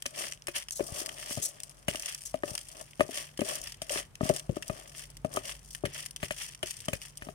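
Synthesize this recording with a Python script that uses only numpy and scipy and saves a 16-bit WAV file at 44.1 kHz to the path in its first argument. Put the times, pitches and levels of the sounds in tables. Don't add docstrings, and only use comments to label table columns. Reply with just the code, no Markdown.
import sys
import numpy as np
from scipy import signal
from scipy.fft import rfft, irfft
from scipy.io import wavfile

SR = 44100
rng = np.random.default_rng(int(sys.argv[2]) if len(sys.argv) > 2 else 0)


def log_audio(samples):
    frames = np.atleast_2d(samples).T
    limited = np.clip(frames, -1, 1)
    pcm = np.round(limited * 32767).astype(np.int16)
    wavfile.write(sys.argv[1], SR, pcm)


N = 323694
TIME = np.arange(N) / SR


def undb(db):
    return 10 ** (np.asarray(db) / 20)


def unit(x):
    return x / np.sqrt(np.mean(x ** 2))


def gains(points, size):
    hz, db = np.transpose(points)
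    bins_hz = np.arange(size // 2 + 1) * SR / size
    return undb(np.interp(np.log(bins_hz + 1), np.log(hz), db))


def colour(x, points, size=1024):
    cepstrum = irfft(np.log(gains(points, size)))
    cepstrum[1:size // 2] *= 2
    cepstrum[size // 2 + 1:] = 0
    response = irfft(np.exp(rfft(cepstrum)))
    response = response / np.linalg.norm(response)
    return signal.oaconvolve(x, response[None], axes=1)[:, :N]


def cut(x, hz, kind, order=4):
    return signal.sosfilt(signal.butter(order, hz, kind, fs=SR, output="sos"), x)


def fade(t60_s, size):
    return np.exp(-np.log(1000) * TIME[:size] / t60_s)


def surge(rise_s, size):
    t = TIME[:size] / rise_s
    return t * np.exp(1 - t)


def add(out, s, sound):
    i = max(int(s * SR), 0)
    out[:, i:i + sound.shape[1]] += sound[:, :N - i]


def wander(hz):
    return unit(cut(rng.standard_normal(N), hz, "low", order=2))


def ports(x, lag_samples):
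    return np.array([x, np.pad(x, (lag_samples, 0))[:len(x)]])


def click(t60_s, shared, scatter_t60_s=0.032, tone=1.46, size=1024):
    ping = np.sin(2 * np.pi * rng.uniform(1600, 11000) * TIME[:size])
    snap = unit((rng.standard_normal(size) + tone * unit(ping)) * fade(t60_s, size))
    lag_samples = int(rng.uniform(13, 23))
    scatter = unit(rng.standard_normal((2, size)) * fade(scatter_t60_s, size))
    mix = np.sqrt(shared) * ports(snap, lag_samples) + np.sqrt(1 - shared) * scatter
    return mix / np.sqrt(size)


def patter(per_s, spread_db, shared=0.74, count=24, scatter_t60_s=0.027):
    out = 0
    for _ in range(count):
        chance, strength = rng.random((2, N))
        force = undb(-spread_db * np.log(0.033 + strength)) / np.sqrt(per_s)
        hits = (chance < per_s / count / SR) * force
        out = out + signal.oaconvolve(hits[None], click(0.0014, shared, scatter_t60_s), axes=1)[:, :N]
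    return unit(out)


def ring(modes, stretch, detune=0.028, uneven_db=7.5, size=8192):
    out, top_db = 0, max(db for _, _, db in modes)
    for hz, t60_s, db in modes:
        shift, weight = rng.standard_normal(2) * (db < top_db)
        phase = 2 * np.pi * hz * stretch * (1 + detune * shift) * TIME[:size]
        out = out + undb(db + uneven_db * weight) * fade(t60_s, size) * np.sin(phase)
    return out / np.abs(out).max()


# freq_hz, gain_db (relative)
KITCHEN_COLOUR = [(25, -14), (42, 1), (50, 5), (62, -4), (115, 1.5), (147, 1), (185, -5.5), (300, -10.5),
                  (700, -11.5), (1500, -14), (3000, -20), (5000, -25.5), (9000, -22), (16000, -34)]
# mean_pitch_hz, level_db (rms once grown, before waver)
HUM_LINES = [(48.4, -61.5), (145.3, -63)]


def kitchen(floor_db=-59, apart=0.49, waver_db=2, swell_db=6, hum_drift=0.01426, hum_waver_db=3.5):
    noise = rng.standard_normal((3, N))
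    growth_db = np.interp(TIME, [3.2, 3.7], [-swell_db, 0])
    drone = cut(noise[0], 170, "low", order=1) * undb(waver_db * wander(7.3) + growth_db)
    hiss = apart * noise[1:]
    air = unit(irfft(rfft(drone + hiss) * gains(KITCHEN_COLOUR, N), N))
    hum = 0
    for hz, db in HUM_LINES:
        level = undb(db + growth_db + hum_waver_db * wander(3.3)) * np.sqrt(2)
        pitch_hz = hz * (1 + hum_drift * wander(3.3))
        hum = hum + level * np.sin(2 * np.pi * np.cumsum(pitch_hz) / SR)
    return undb(floor_db) * air + hum


SHOWER_DEPTH_DB, SHOWER_ROUND = 20.5, 1.2


def shower(peak_s, swell_s, ebb_s):
    away = np.maximum((peak_s - TIME) / swell_s, (TIME - peak_s) / ebb_s)
    flow, near = np.zeros(N), away < 3
    flow[near] = undb(-SHOWER_DEPTH_DB * away[near] ** SHOWER_ROUND)
    return flow


# peak_s, swell_s, ebb_s, hiss_db, rasp_db, drum_db (relative)
SHOWERS = [(0.21, 0.1, 0.12, -36, -40.5, -43), (0.561, 0.02, 0.06, -32.5, -34, -49.5),
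           (0.841, 0.077, 1, -47, -70, -48), (0.992, 0.096, 0.07, -35.5, -42.5, -44),
           (1.221, 0.14, 0.46, -45, -47.5, -54), (1.32, 0.062, 0.12, -36.5, -58, -65),
           (1.941, 0.029, 0.21, -45, -50, -53), (2.099, 0.18, 0.087, -42.5, -43.5, -58),
           (2.29, 0.46, 0.12, -50.5, -61, -85.5), (2.482, 0.05, 0.14, -41, -50.5, -46),
           (2.56, 0.1, 1, -52.5, -60, -76), (2.811, 0.12, 0.041, -54, -76, -47.5),
           (3.178, 0.098, 0.12, -37, -41, -47), (3.497, 0.081, 0.15, -34.5, -40, -40),
           (3.679, 0.073, 0.11, -49, -47, -69), (3.916, 0.013, 0.089, -32.5, -49, -39.5),
           (3.983, 0.11, 0.057, -36, -37.5, -42), (4.248, 0.041, 0.2, -40, -48, -42.5),
           (4.37, 0.09, 0.051, -46, -50, -53), (4.571, 0.049, 0.019, -48, -50.5, -55),
           (4.759, 0.33, 0.28, -50, -55.5, -52), (4.986, 0.076, 0.13, -44, -49.5, -61),
           (5.362, 0.059, 0.047, -43.5, -50.5, -38), (5.488, 0.13, 0.1, -41, -43, -49.5),
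           (5.721, 0.2, 0.079, -50.5, -77, -89), (5.858, 0.0076, 0.023, -42.5, -37, -58.5),
           (5.999, 0.14, 0.092, -41.5, -44, -55.5), (6.235, 0.036, 0.099, -44.5, -45, -64),
           (6.426, 0.1, 0.11, -39.5, -43.5, -66), (6.678, 0.051, 0.25, -45, -49, -87),
           (7.041, 0.13, 0.088, -48, -54.5, -67), (7.27, 0.11, 0.094, -52, -62, -57)]
# hiss_db, rasp_db, drum_db (relative)
SETTLING_DB = (-73, -77.5, -77.5)
# hiss_db, rasp_db, drum_db
SPILL_DB = (-13, -18.5, -27)
SPILL_LAG_S, SPILL_SWELL_S, SPILL_EBB_S = 0.012, 0.004, 0.052


def flows():
    power = np.outer(undb(SETTLING_DB) ** 2, np.ones(N))
    for peak_s, swell_s, ebb_s, *levels_db in SHOWERS:
        power += np.outer(undb(levels_db) ** 2, shower(peak_s, swell_s, ebb_s) ** 2)
    spills = np.zeros(N)
    for s, *_, clack_db in KNOCKS:
        spill = shower(s + SPILL_LAG_S, SPILL_SWELL_S, SPILL_EBB_S)
        spills += (undb(clack_db) * spill) ** 2
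    return np.sqrt(power + np.outer(undb(SPILL_DB) ** 2, spills))


# freq_hz, gain_db (relative)
GRAIN_COLOUR = [(300, -21), (800, -6), (1250, -3), (1500, -3.5), (1800, 6), (2400, 2), (3100, 7.5),
                (3950, -5.5), (5000, 3.5), (5800, 5), (7500, -0.5), (8900, 6.5), (11000, -2), (13000, -5),
                (15700, -12.5)]
# freq_hz, gain_db (relative)
WALL_COLOUR = [(40, -50), (220, -9), (370, -7), (480, -8.5), (600, 5.5), (720, -4.5), (950, -13.5),
               (1220, -2.5), (1500, -20), (1780, -16), (2200, -34), (3000, -39.5)]


def stream(hiss_db=0, rasp_db=1, drum_db=0, split_hz=4200, trickle_per_s=550, rush_per_s=5500):
    hiss, rasp, drum = flows()
    per_s = trickle_per_s + rush_per_s * hiss / hiss.max()

    def grains():
        hits = patter(per_s / 2, spread_db=8.0, shared=0.13, count=18, scatter_t60_s=0.035)
        return colour(hits, GRAIN_COLOUR)

    square, glancing, soft = grains(), grains(), grains()
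    bright = unit(cut(square + 0.58 * glancing, split_hz, "high"))
    dull = unit(cut(square + 1.9 * soft, split_hz, "low"))
    wall = unit(colour(patter(per_s=900, spread_db=3.5, shared=0.64, count=6), WALL_COLOUR))
    return undb(hiss_db) * hiss * bright + undb(rasp_db) * rasp * dull + undb(drum_db) * drum * wall


def clumping(clump_db=0.87, clump_hz=55):
    return undb(clump_db * wander(clump_hz))


def strays(stray_db=-23, per_s=18, follow=0.35):
    hiss = flows()[0]
    hits = colour(patter(per_s, spread_db=6, shared=0.96, count=12), GRAIN_COLOUR)
    chatter = unit(cut(hits, 2100, "high", order=2))
    return undb(stray_db) * hiss.max() * (hiss / hiss.max()) ** follow * chatter


# start_s, top_treble_db, lower_treble_db (relative)
TICKS = [(0.0227, -36.5, -44.5), (0.062, -30.5, -33.5), (0.2827, -40, -43), (0.3222, -38, -36),
         (0.4706, -34, -37), (0.6235, -44, -42), (0.685, -41, -41.5), (0.708, -34, -42),
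         (1.061, -32.5, -39), (1.091, -39, -33.5), (1.602, -39.5, -47.5), (1.634, -36, -48),
         (1.695, -45.5, -62), (1.957, -34.5, -38), (1.9965, -33, -64), (2.0227, -37, -55),
         (2.059, -31.5, -37.5), (2.147, -32.5, -46), (2.552, -31, -33.5), (2.5778, -33, -35.5),
         (2.812, -40, -53), (3.174, -39, -33), (3.184, -39, -56),  (3.375, -41, -44), (3.407, -36.5, -36),
         (3.5546, -30, -67), (3.6157, -37.5, -64), (3.639, -38, -63), (3.672, -38, -46),
         (3.7214, -41.5, -43), (3.8187, -35.5, -40), (3.895, -32, -34), (4.154, -46.5, -42.5),
         (4.291, -29, -37), (4.363, -30, -39.5), (4.3958, -37, -40), (4.624, -37.5, -36), (4.68, -36, -60),
         (5.102, -46.5, -67), (5.169, -42, -54), (5.339, -36, -60), (5.362, -29, -58), (5.749, -36, -38),
         (6.061, -34, -41), (6.109, -41.5, -54.5), (6.162, -37, -40.5), (6.548, -44.5, -46),
         (6.629, -40.5, -30.5), (6.709, -33, -41), (6.7684, -44, -58), (6.8035, -39.5, -50),
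         (6.8559, -41, -60), (6.8839, -39, -31), (7.0167, -41, -42.5), (7.173, -37.5, -70)]


def ticks(top_gain_db=23, lower_gain_db=25, split_hz=4200, bounce_db=-6):
    bright, dull = np.zeros((2, 2, N))
    for s, top_db, lower_db in TICKS:
        rebound_s = rng.uniform(0.00061, 0.006)
        for delay_s, drop_db in ((0, 0), (rebound_s, bounce_db)):
            sound = click(0.012, 0.35, scatter_t60_s=0.016, tone=0.7) * undb(drop_db)
            add(bright, s + delay_s, sound * undb(top_db + top_gain_db))
            add(dull, s + delay_s, sound * undb(lower_db + lower_gain_db))
    top = cut(colour(bright, GRAIN_COLOUR), split_hz, "high")
    return top + cut(colour(dull, GRAIN_COLOUR), split_hz, "low")


# pitch_hz, t60_s, level_db (nominal, relative)
PADDLE_MODES = [(1231, 0.027, 0), (1784, 0.016, 24), (1950, 0.018, -11), (2500, 0.042, 8),
                (2790, 0.013, 6.5), (3010, 0.06, -7)]
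CLACK_EDGES_HZ = (900, 1480, 2250, 3600)


def struck_paddle(levels_db):
    out = 0
    for db, low_hz, high_hz in zip(levels_db, CLACK_EDGES_HZ, CLACK_EDGES_HZ[1:]):
        modes = [mode for mode in PADDLE_MODES if low_hz < mode[0] < high_hz]
        stretch = 1 + 0.0051 * rng.standard_normal()
        out = out + undb(db) * unit(ring(modes, stretch, detune=0.027, uneven_db=14))
    return out


# start_s, ring_db, ring_pitch_hz, thud_db, thud_pitch_hz,
# low_clack_db, middle_clack_db, high_clack_db (levels relative)
KNOCKS = [(0.057, -35.5, 575, -48.5, 134, -44, -61, -35), (0.483, -31, 573, -58, 240, -42, -37, -33.5),
          (0.795, -24, 560, -66, 423, -65, -68.5, -45.5), (0.806, -26, 580, -23.5, 385, -64, -68, -44),
          (0.921, -50, 590, -33.5, 97, -66, -73, -69), (1.016, -57.5, 586, -39.5, 348, -53, -58, -52),
          (1.308, -41, 583, -40, 224, -47, -41, -40), (1.373, -31.5, 635, -31, 156, -52, -54, -56),
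          (1.381, -38, 567, -31.5, 137, -52, -47, -50), (1.883, -24.5, 603, -26.5, 170, -39, -40, -25),
          (1.947, -34.5, 628, -41, 288, -43, -40, -45), (2.342, -21.5, 616, -35, 190, -41, -62, -42.5),
          (2.435, -25.5, 583, -28.5, 346, -35.5, -30, -45.5), (2.514, -50.5, 610, -36, 119, -69, -67, -60),
          (2.996, -25, 577, -30, 261, -63, -52, -38.5), (3.007, -14.5, 595, -23.5, 290, -23.5, -22, -30.5),
          (3.091, -34.5, 654, -37, 363, -55, -69, -58), (3.392, -27.5, 517, -27.5, 338, -47, -41, -39),
          (3.416, -22, 585, -24.5, 264, -41.5, -51, -36), (3.818, -33, 620, -43, 159, -57, -49, -40.5),
          (3.905, -29.5, 575, -65, 300, -56, -58, -45), (3.958, -32.5, 606, -35.5, 360, -42, -33, -47),
          (4.209, -23, 618, -26.5, 227, -34, -39, -53), (4.231, -35, 607, -22.5, 151, -50, -55, -61),
          (4.254, -37, 635, -35, 230, -55, -45, -51), (4.296, -13, 602, -29, 217, -55, -37, -39.5),
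          (4.302, -18.5, 580, -22.5, 186, -59, -48, -48), (4.494, -26, 538, -20, 143, -78, -76, -49),
          (4.568, -31, 597, -29, 333, -41.5, -59, -63), (4.698, -26, 598, -27, 148, -35.5, -41, -41),
          (5.247, -21, 620, -26.5, 189, -49, -49, -43), (5.371, -23, 615, -34, 298, -25.5, -38, -35.5),
          (5.837, -25, 596, -26.5, 389, -64.5, -65, -63), (5.842, -49, 570, -26, 116, -64, -63, -50),
          (5.854, -31, 565, -39, 272, -63, -33, -36.5), (6.23, -27.5, 605, -30, 148, -46, -37, -31.5),
          (6.308, -29.5, 601, -39, 170, -65, -30, -32), (6.631, -27, 620, -36.5, 106, -57, -40.5, -34.5),
          (6.883, -27, 610, -28.5, 178, -34.5, -47, -36.5),
          (6.932, -30.5, 552, -28.5, 118, -47.5, -41, -30.5),
          (7.222, -50, 596, -39.5, 117, -66, -37.5, -45.5),
          (7.269, -42.5, 580, -42, 257, -60.5, -63.5, -55), (7.287, -34, 642, -39, 181, -43.5, -48, -50)]
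# pitch_hz, t60_s, level_db (nominal, relative)
TUB_MODES = [(257, 0.096, -21), (383, 0.063, -14.5), (611, 0.041, 3), (635, 0.11, -24), (675, 0.091, -33),
             (1164, 0.026, -18)]
# freq_hz, gain_db (relative)
CRUNCH_COLOUR = [(100, -20.5), (800, -23), (1500, -10), (3000, -14), (4000, -20), (6000, -18),
                 (9000, -11.5), (15000, -25)]


def knocks(ring_gain_db=6, thud_gain_db=12.5, clack_gain_db=-17.0, crunch_gain_db=-3,
           thud_t60_s=0.019, press_s=0.0015, crunch_s=0.0035, size=8192):
    body, clacks = np.zeros((2, 2, N))
    crush, t = np.zeros((1, N)), TIME[:size]
    main_hz = max(TUB_MODES, key=lambda mode: mode[2])[0]
    for s, ring_db, pitch_hz, thud_db, thud_hz, *clack_db in KNOCKS:
        tub = undb(ring_db + ring_gain_db) * ring(TUB_MODES, pitch_hz / main_hz, uneven_db=8)
        thud = fade(thud_t60_s, size) * np.sin(2 * np.pi * thud_hz * t)
        sound = tub + undb(thud_db + thud_gain_db) * thud
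        contact = 1 - np.exp(-t / press_s)
        add(body, s, -ports(sound * contact, lag_samples=12))
        add(clacks, s, undb(clack_gain_db) * ports(struck_paddle(clack_db), lag_samples=10))
        crush_level = undb(clack_db[-1] + crunch_gain_db)
        add(crush, s - crunch_s / 2, crush_level * surge(crunch_s, size)[None])
    cracks = patter(per_s=12000, spread_db=5.5, shared=1.0, count=6)
    return cut(body, 60.0, "high", order=2) + clacks + colour(crush * cracks, CRUNCH_COLOUR)


# freq_hz, gain_db (relative)
SLUMP_COLOUR = [(50, 1), (150, 9), (280, 0), (450, 4), (600, -12), (850, -35), (1180, -23), (1600, -23),
                (4000, -59)]


def slumps(slump_db=-22, thud_share=0.88, lag_s=0.0087, rise_s=0.011, size=8192):
    push = np.zeros((1, N))
    for s, ring_db, _, thud_db, *_ in KNOCKS:
        jolt_db = (1 - thud_share) * ring_db + thud_share * thud_db
        add(push, s + lag_s, undb(jolt_db + slump_db) * surge(rise_s, size)[None])
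    bumps = patter(per_s=720, spread_db=-5.5, shared=0.71, count=6)
    return colour(push * bumps, SLUMP_COLOUR)


# start_s, length_s, level_db (relative)
SKIDS = [(0.716, 0.029, -36.5), (0.747, 0.062, -39), (1.418, 0.05, -29), (1.45, 0.031, -30.5),
         (1.479, 0.028, -41), (2.251, 0.035, -38)]
# freq_hz, gain_db (relative)
SKID_COLOUR = [(1500, -31.5), (3000, -29), (5000, -20), (5800, -18), (6300, -8.5), (7300, -11.5),
               (8700, -15), (11000, -16.5), (15000, -26.5)]
SQUEAK_HZ, SQUEAK_T60_S = 5800, 0.071


def skids(skid_db=1, rise=0.27, squeak_db=-13):
    push = 0
    for s, length_s, db in SKIDS:
        bite = np.interp(TIME, [s, s + rise * length_s, s + length_s], [0, 1, 0])
        push = push + undb(db + skid_db) * bite
    rasp = push * unit(colour(patter(per_s=7800, spread_db=5.5, count=6), SKID_COLOUR))
    resonance = ring([(SQUEAK_HZ, SQUEAK_T60_S, 0)], 1)
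    squeak = signal.oaconvolve(rasp, resonance[None], axes=1)[:, :N]
    return rasp + undb(squeak_db) * rasp.std() * unit(squeak)


def room(x, wet_db=-18, t60_s=0.18, onset_t60_s=0.037, size=22050):
    tail = rng.standard_normal((2, size)) * fade(t60_s, size) * (1 - fade(onset_t60_s, size))
    return x + undb(wet_db) * signal.oaconvolve(x, unit(tail) / np.sqrt(size), axes=1)[:, :N]


# freq_hz, left_minus_right_db
PORT_BALANCE = [(60, 8), (200, 11), (600, 11.5), (1250, 3.5), (2000, 2.5), (4400, 0), (6200, -1),
                (8700, 14), (11000, 3), (15000, 3.5)]


def balance(near):
    ratio = gains(PORT_BALANCE, N)
    sides = np.array([ratio, np.ones_like(ratio)]) * 2 / (1 + ratio)
    return irfft(rfft(near) * sides, N)


def scene():
    pour = stream() * clumping()
    contacts = strays() + ticks() + knocks() + slumps() + skids()
    return balance(room(pour + contacts)) + kitchen()


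TOP_HZ = 16000


def record(dry):
    thinned = cut(dry, 30, "high", order=2)
    return signal.sosfilt(signal.ellip(10, .2, 80, TOP_HZ, fs=SR, output="sos"), thinned)


dry = scene()
out = record(dry)
log_audio(out)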